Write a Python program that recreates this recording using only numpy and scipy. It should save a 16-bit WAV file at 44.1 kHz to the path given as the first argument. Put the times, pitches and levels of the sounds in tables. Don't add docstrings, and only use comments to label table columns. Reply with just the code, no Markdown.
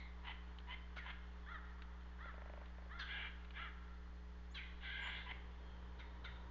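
import sys
import numpy as np
from scipy import signal
from scipy.fft import rfft, irfft
from scipy.io import wavfile

SR = 44100
rng = np.random.default_rng(int(sys.argv[2]) if len(sys.argv) > 2 else 0)


def to_wav(sig):
    pcm = np.clip(np.atleast_2d(sig), -1, 1) * 32767
    pcm = np.round(pcm).astype(np.int16)
    wavfile.write(sys.argv[1], SR, pcm.T)


N = 286650
TIME = np.arange(N) / SR
FREQS = np.maximum(np.arange(N // 2 + 1) * SR / N, 1)
CUTOFF_HZ = 7500


def from_db(db):
    return np.exp(np.asarray(db) * np.log(10) / 20)


def unit_rms(x):
    return x / np.sqrt(np.mean(x ** 2) + 1e-20)


def response(points, hz=FREQS):
    knots, db = np.transpose(points)
    return from_db(np.interp(np.log(hz), np.log(knots), db))


def resonances(modes, steepness=0.93):
    return sum(from_db(db) / (1 + 2 * ((FREQS - hz) / width) ** 2) ** steepness
               for hz, width, db in modes)


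def noise(gains):
    white = rng.standard_normal((2, len(FREQS)))
    return unit_rms(irfft((white[0] + 1j * white[1]) * gains, N))


def drift(rate_hz):
    return noise(1 / (1 + (FREQS / rate_hz) ** 4))


def phase_of(hz):
    return 2 * np.pi * np.cumsum(hz) / SR


def sine(pitch, level_db):
    return from_db(level_db) * np.sqrt(2) * np.sin(phase_of(pitch))


def harmonics(pitch, throat, count):
    phase = phase_of(pitch)
    gains = [throat(k * pitch) for k in range(1, count + 1)]
    tone = sum(g * np.sin(k * phase) for k, g in enumerate(gains, 1))
    return tone / np.sqrt(sum(g * g for g in gains) / 2)


def blend(tone, hiss, rasp):
    rasp = np.clip(rasp, 0, 1)
    return np.sqrt(1 - rasp) * tone + np.sqrt(rasp) * hiss


def arch(share, top=0.5):
    top = np.clip(top, .05, .95)
    return np.maximum((top - share) / top, (share - top) / (1 - top)) ** 2


def edge_db(seconds, ramp_s, depth_db=18.0):
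    return -depth_db * np.maximum(1 - seconds / ramp_s, 0) ** 2


def span(start, length):
    on = slice(*np.searchsorted(TIME, [start, start + length]))
    return on, TIME[on] - start


def course(calls):
    calls = np.array(calls)
    current = np.maximum(np.searchsorted(calls[:, 0], TIME, "right") - 1, 0)
    start, length, *columns = calls[current].T
    share = np.clip((TIME - start) / length, 0, 1)
    gate = np.clip(np.minimum(TIME - start, start + length - TIME) / .004, 0, 1)
    return share, gate, length, *columns


# frequency_hz, rms_db
MAINS_HUM = [(60, -52.8), (120, -80), (180, -66.5), (300, -76.5), (420, -75.5), (540, -87)]
# centre_hz, rms_db
WHINE_BANDS = [(4250, -89.5), (4760, -97.5)]
# frequency_hz, density_db
HISS_SPECTRUM = [(300, -11.5), (3000, 6.5), (5500, -2), (6800, -5.5), (7400, -15.5), (8000, -32)]

def electronics(whine_width_hz=45, hiss_db=-78.0):
    clock = TIME + rng.random()
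    hum = sum(from_db(db) * np.sqrt(2) * np.sin(2 * np.pi * hz * clock) for hz, db in MAINS_HUM)
    whine = sum(from_db(db) * noise(resonances([(hz, whine_width_hz, 0)])) for hz, db in WHINE_BANDS)
    return hum + whine + from_db(hiss_db) * noise(response(HISS_SPECTRUM))


# frequency_hz, density_db
AIR_SPECTRUM = [(280, -32), (480, -14.5), (873, -4), (1050, -4), (1350, -7), (1870, -7), (2170, -13.5),
                (2410, -18), (2710, -20.5), (2980, -17.5), (3600, -18.5), (4650, -42), (6040, -36.5),
                (10200, -120)]
# time_s, rms_db
AIR_LEVELS = [(0, -66), (3.1, -66.5), (4.3, -69), (5.3, -66), (6.5, -66)]
# frequency_hz, density_db
RUMBLE_SPECTRUM = [(15, 10), (40, -2), (90, -7.5), (150, -10), (250, -15), (450, -13.5), (600, -17),
                   (900, -53)]

def outdoor_air(rumble_db=-63.0):
    air_db = np.interp(TIME, *np.transpose(AIR_LEVELS))
    air = from_db(air_db) * noise(response(AIR_SPECTRUM))
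    return air + from_db(rumble_db) * noise(response(RUMBLE_SPECTRUM) * (FREQS < 1000))


def approach(arrival_s, arrival_db, growth_db_per_s, onset_db_per_s=26.5):
    since = TIME - arrival_s
    return from_db(arrival_db + np.minimum(onset_db_per_s * since, growth_db_per_s * since))


# centre_hz, width_hz, gain_db
ENGINE_BANDS = [(78, 14, -7.5), (116, 10, -6), (178, 7.4, -10.5), (433, 250, -17)]

def far_vehicle():
    engine = approach(5.3, -67.5, growth_db_per_s=2.0) * noise(resonances(ENGINE_BANDS))
    tyres = approach(5.92, -73, growth_db_per_s=8.7) * noise(resonances([(959, 55, 0)]))
    return engine + tyres


# frequency_hz, gain_db
ECHO_SPECTRUM = [(300, -15.5), (1000, -4.5), (1400, 2), (2200, -0.5), (3400, -1), (5000, -7), (8000, 0.5)]

def woods(x, near_t60_s, far_t60_s, far_db, delay_s=0.0034):
    late = np.maximum(TIME[:2 * SR] - delay_s, 0)
    decay = from_db(-60 * late / near_t60_s) + from_db(far_db - 60 * late / far_t60_s)
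    echo = noise(response(ECHO_SPECTRUM))[:2 * SR] * decay * (late > 0)
    bird_band = np.abs(rfft(echo)[2 * 1000:2 * 3500])
    return signal.fftconvolve(x, echo / np.sqrt(np.mean(bird_band ** 2)))[:N]


# start_s, relative_db
DRY_TICKS = [(0.586, -49), (0.6014, -58), (1.704, -59), (1.821, -48.5), (2.009, -64), (2.657, -55),
             (3.448, -53), (3.5064, -50)]
# frequency_hz, density_db
TICK_SPECTRUM = [(600, -30), (1400, 2), (2200, -0.5), (3000, 0), (4000, -3), (5000, -15.5), (7000, -15.5)]

def ticks(t60_s=0.031, gain_db=-4.5):
    fade = sum(from_db(db - 60 * np.clip((TIME - s) / t60_s, 0, 2)) * (TIME >= s) for s, db in DRY_TICKS)
    return from_db(gain_db) * fade * noise(response(TICK_SPECTRUM))


def strikes(blows, modes):
    start_s, db = np.transpose(blows)
    out = np.zeros(N)
    for hz, mode_db, t60_s in modes:
        impulses = np.zeros(N)
        impulses[(start_s * SR).astype(int)] = from_db(db + mode_db + rng.standard_normal(len(db)))
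        radius, angle = from_db(-60 / (t60_s * SR)), 2 * np.pi * hz / SR
        feedback = [1, -2 * radius * np.cos(angle), radius ** 2]
        ring = signal.lfilter([0, np.sin(angle)], feedback, impulses + 1e-18)
        out = ring - out
    return out


# frequency_hz, gain_db, t60_s
TRUNK_MODES = [(602, -7.5, 0.031), (720, -11.5, .035), (990, -9.5, 0.011), (1300, -17.5, 0.0091),
               (2140, 2.5, 0.0013)]
# first_blow_s, last_blow_s, relative_db, change_per_blow_db
DRUM_ROLLS = [(.967, .967, -54.5, 0), (2.257, 2.257, -54.5, -2), (2.341, 2.615, -54.5, 0.37),
              (2.783, 2.861, -56, -2)]

def woodpecker(gap_s=.039, offbeat_db=-2.0, uneven_db=2.0, dull_hz=2300, gain_db=10):
    blows = []
    for first, last, db, change_db in DRUM_ROLLS:
        count = 1 + round((last - first) / gap_s)
        for k, s in enumerate(np.linspace(first, last, count)):
            blows.append((s, db + change_db * k + offbeat_db * (k % 2) + uneven_db * rng.standard_normal()))
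    lowpass = signal.butter(4, dull_hz, fs=SR, output="sos")
    return from_db(gain_db) * signal.sosfilt(lowpass, strikes(blows, TRUNK_MODES))


# start_s, length_s, top_pitch_hz, level_db
CROW_CAWS = [(1.457, 0.14, 695, -55), (2.18, 0.15, 692, -56), (2.89, 0.16, 705, -56.5),
             (3.555, .15, 698, -55)]
# frequency_hz, gain_db
CROW_TRACT = [(600, -20.5), (1000, -5.5), (1200, -3), (1380, 1.5), (1800, 2.5), (2100, -7), (2600, -27.5),
              (3400, -12.5), (3800, -18), (4500, -32)]

def crow(bend=0.36, jitter=.022, rasp=.14, attack_s=.035, release_s=0.045, flutter_db=2.0):
    share, gate, length, top_pitch, level_db = course(CROW_CAWS)
    pitch = top_pitch * (1 - bend * arch(share, top=.48)) * (1 + jitter * drift(160))
    swell_db = edge_db(share * length, attack_s) + edge_db((1 - share) * length, release_s)
    tone = harmonics(pitch, lambda hz: response(CROW_TRACT, hz), count=6)
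    voice = blend(tone, noise(response(CROW_TRACT)), rasp)
    return gate * from_db(level_db + swell_db + flutter_db * drift(90)) * voice


# start_s, length_s, first_hz, middle_hz, last_hz, level_db, jitter_ratio
THIN_WHISTLES = [(1.414, .09, 3380, 3370, 3310, -78, .016), (4.504, .035, 6350, 6800, 8200, -65, .01),
                 (5.009, .087, 7550, 7000, 7520, -63, .004), (5.08, 0.03, 7490, 7200, 7840, -71, .003),
                 (5.476, .52, 3500, 3180, 3130, -77.5, .028)]

def whistles(swell_db=16):
    out, waver = np.zeros(N), drift(260)
    for start, length, first, middle, last, db, jitter in THIN_WHISTLES:
        on, since = span(start, length)
        share = since / length
        bow_hz = middle - (first + last) / 2
        pitch = first + (last - first) * share + bow_hz * (1 - arch(share))
        out[on] += sine(pitch * (1 + jitter * waver[on]), db - swell_db * arch(share))
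    return out


# start_s, length_s, first_hz, target_hz, level_db, jitter_ratio
FALLING_SLURS = [(0, 0.14, 2120, 2080, -60, 0.041), (0, .12, 3920, 3660, -65.5, 0.076),
                 (0.979, .095, 2330, 1674, -52.5, 0.034), (2.995, .06, 1720, 1440, -48, 0.024),
                 (3.022, 0.061, 3200, 3030, -57, 0.054), (4.575, .16, 2330, 2000, -55, .045),
                 (6.001, 0.062, 2160, 1907, -60, .08), (6.248, .035, 1450, 1370, -55, .04),
                 (6.257, 0.074, 2157, 1920, -56, .06)]

def slurs(settle_s=.03, edge_s=0.0027, fade_db=15.5):
    out, waver = np.zeros(N), drift(300)
    for start, length, first, target, db, jitter in FALLING_SLURS:
        on, since = span(start, length)
        pitch = target + (first - target) * np.exp(-since / settle_s)
        level_db = db + edge_db(np.minimum(since, length - since), edge_s) - fade_db * since / length
        out[on] += sine(pitch * (1 + jitter * waver[on]), level_db)
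    return out


# start_s, length_s, first_pitch_hz, last_pitch_hz, first_formant_hz, last_formant_hz,
# level_db, rasp_share
SHARP_CHUCKS = [(.958, 0.037, 750, 697, 1410, 1690, -52.5, 0.73),
                (2.987, .046, 563, 477.3, 5100, 3010, -49.5, 0.25),
                (4.541, 0.056, 602.5, 447.6, 4337, 1905, -52, 0.13),
                (5.986, 0.031, 820, 699, 4150, 3544, -59, 0.65),
                (6.239, 0.0273, 824, 675, 4100, 3400, -53, 0.4)]
# frequency_hz, gain_db
CHUCK_TRACT = [(300, -34.5), (600, -12.5), (900, -8.5), (1450, 3), (2200, -4), (2600, -3), (3200, -2),
               (3750, -3.5), (4300, -9), (5000, -8.5), (6000, -6), (7000, -27.5)]

def chucks(formant_db=15.0, formant_width_hz=480, jitter=.016, attack_s=0.014, sag_db=4):
    share, gate, length, first, last, first_formant, last_formant, level_db, rasp = course(SHARP_CHUCKS)
    pitch = (first + (last - first) * share) * (1 + jitter * drift(400))
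    formant = first_formant + (last_formant - first_formant) * share

    def throat(hz):
        boost_db = formant_db / (1 + ((hz - formant) / formant_width_hz) ** 2)
        return response(CHUCK_TRACT, hz) * from_db(boost_db)

    tone = harmonics(pitch, throat, count=11)
    hiss = noise(response(CHUCK_TRACT) * (FREQS < CUTOFF_HZ))
    envelope = from_db(level_db + edge_db(share * length, attack_s) - sag_db * share ** 2)
    return gate * envelope * blend(tone, hiss, rasp)


# start_s, length_s, pitch_hz, level_db, rasp_share
HARSH_BARKS = [(.228, 0.1, 985.6, -51, 0.46), (.668, 0.085, 996.6, -51.5, 0.29),
               (1.04, 0.081, 1024, -53, 0.7), (5.01, 0.1, 1000, -53, 0.5),
               (5.255, 0.072, 1019, -49.5, 0.34)]
# centre_hz, width_hz, gain_db
BARK_FORMANTS = [(900, 170, 4.5), (1650, 470, -0.5), (2050, 400, -4.5), (2820, 770, -1.5),
                 (3350, 240, -9.5), (4120, 140, -22)]
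# peak_share_of_length, peak_db, loss_at_ends_db
BARK_SWELLS = [(0.23, -3.5, 19), (0.89, 2, 24), (0.7, -1, 27)]

def barks(rise=0.076, jitter=0.033, flutter_db=-2.0):
    share, gate, _, pitch, level_db, rasp = course(HARSH_BARKS)
    phase = phase_of(pitch * (1 + rise * (share - .5)) * (1 + jitter * drift(345)))
    gains = from_db([db - loss_db * arch(share, top) for top, db, loss_db in BARK_SWELLS])
    tone = sum(g * np.sin(k * phase) for k, g in enumerate(gains, 1))
    tone_rms = np.sqrt(np.sum(gains ** 2, axis=0) / 2)
    hiss = tone_rms * noise(resonances(BARK_FORMANTS))
    return gate * from_db(level_db + flutter_db * drift(130)) * blend(tone, hiss, rasp)


# start_s, length_s, top_pitch_hz, level_db, attack_s, release_s, clearest_share_of_length,
# least_rasp_share, bill_opening_share
JAY_SCREAMS = [(3.064, .238, 1618, -49, 0.049, 0.045, 0.18, 0.22, 0.2),
               (3.533, 0.18, 1670, -53, .05, 0.11, .05, 0.4, .15),
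               (4.804, .461, 1618, -50, 0.061, 0.12, .31, 0.03, 1)]
# ratio_to_lower_voice, level_db
SYRINX_PARTIALS = [(1, -1.5), (1.29, -4.5), (1.452, -11), (1.9, -8), (2.05, -8)]
# centre_hz, width_hz, gain_db
JAY_FORMANTS = [(870, 310, -13), (1630, 240, -4), (2100, 97, 3), (2330, 30, 2), (2860, 220, -3),
                (3256, 46, -3), (3820, 130, -20)]
# centre_hz, width_hz, gain_db
BILL_FORMANTS = [(3430, 290, 10.5), (4000, 490, 0)]

def jays(bend=0.06, jitter=0.029, partial_jitter=0.027, flutter_db=-0.5,
         rasp_per_s=5.5, most_rasp=.85, sag_db_per_s=9.5, bill_midway=.25, bill_rise_db=8):
    share, gate, length, top_pitch, db, attack, release, clearest, least_rasp, opening = course(JAY_SCREAMS)
    pitch = top_pitch * (1 - bend * arch(share, top=.4)) * (1 + jitter * drift(44.3))
    swell_db = edge_db(share * length, attack) + edge_db((1 - share) * length, release)
    from_clearest_s = length * np.abs(share - clearest)
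    level_db = db + swell_db - sag_db_per_s * from_clearest_s
    rasp = np.minimum(least_rasp + rasp_per_s * from_clearest_s, most_rasp)
    gape = opening * (bill_midway + (1 - bill_midway) * arch(share))
    bill_gain = gape * from_db(bill_rise_db * (share - 1))
    tone = np.zeros(N)
    for ratio, partial_db in SYRINX_PARTIALS:
        partial_hz = ratio * pitch * (1 + partial_jitter * drift(182))
        tone += from_db(partial_db) * np.sin(phase_of(partial_hz))
    voice = blend(unit_rms(tone), noise(resonances(JAY_FORMANTS)), rasp)
    voice += bill_gain * noise(resonances(BILL_FORMANTS))
    return gate * from_db(level_db + flutter_db * drift(100)) * voice


# frequency_hz, gain_db
MICROPHONE_RESPONSE = [(3800, 1), (4700, -3), (5300, -16), (6200, -9), (7200, -10.5), (8000, -17)]

def microphone(x):
    return irfft(rfft(x) * response(MICROPHONE_RESPONSE), N)


def scene():
    near = jays() + slurs() + whistles()
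    harsh, sharp = barks(), chucks()
    far = crow() + woodpecker()
    echoes = from_db(-6.5) * woods(near + from_db(1.5) * harsh, 0.35, 1.4, far_db=-12.5)
    echoes += from_db(-0.5) * woods(sharp, 0.72, 1.0, far_db=-16.0)
    echoes += from_db(-5.0) * woods(far, 0.98, 3.5, far_db=-9.0)
    heard = microphone(near + harsh + sharp + far + ticks() + echoes)
    return (heard + outdoor_air() + far_vehicle() + electronics())[None]


def record(dry):
    return signal.sosfilt(signal.ellip(10, .2, 70, CUTOFF_HZ, fs=SR, output="sos"), dry)


dry = scene()
out = record(dry)
to_wav(out)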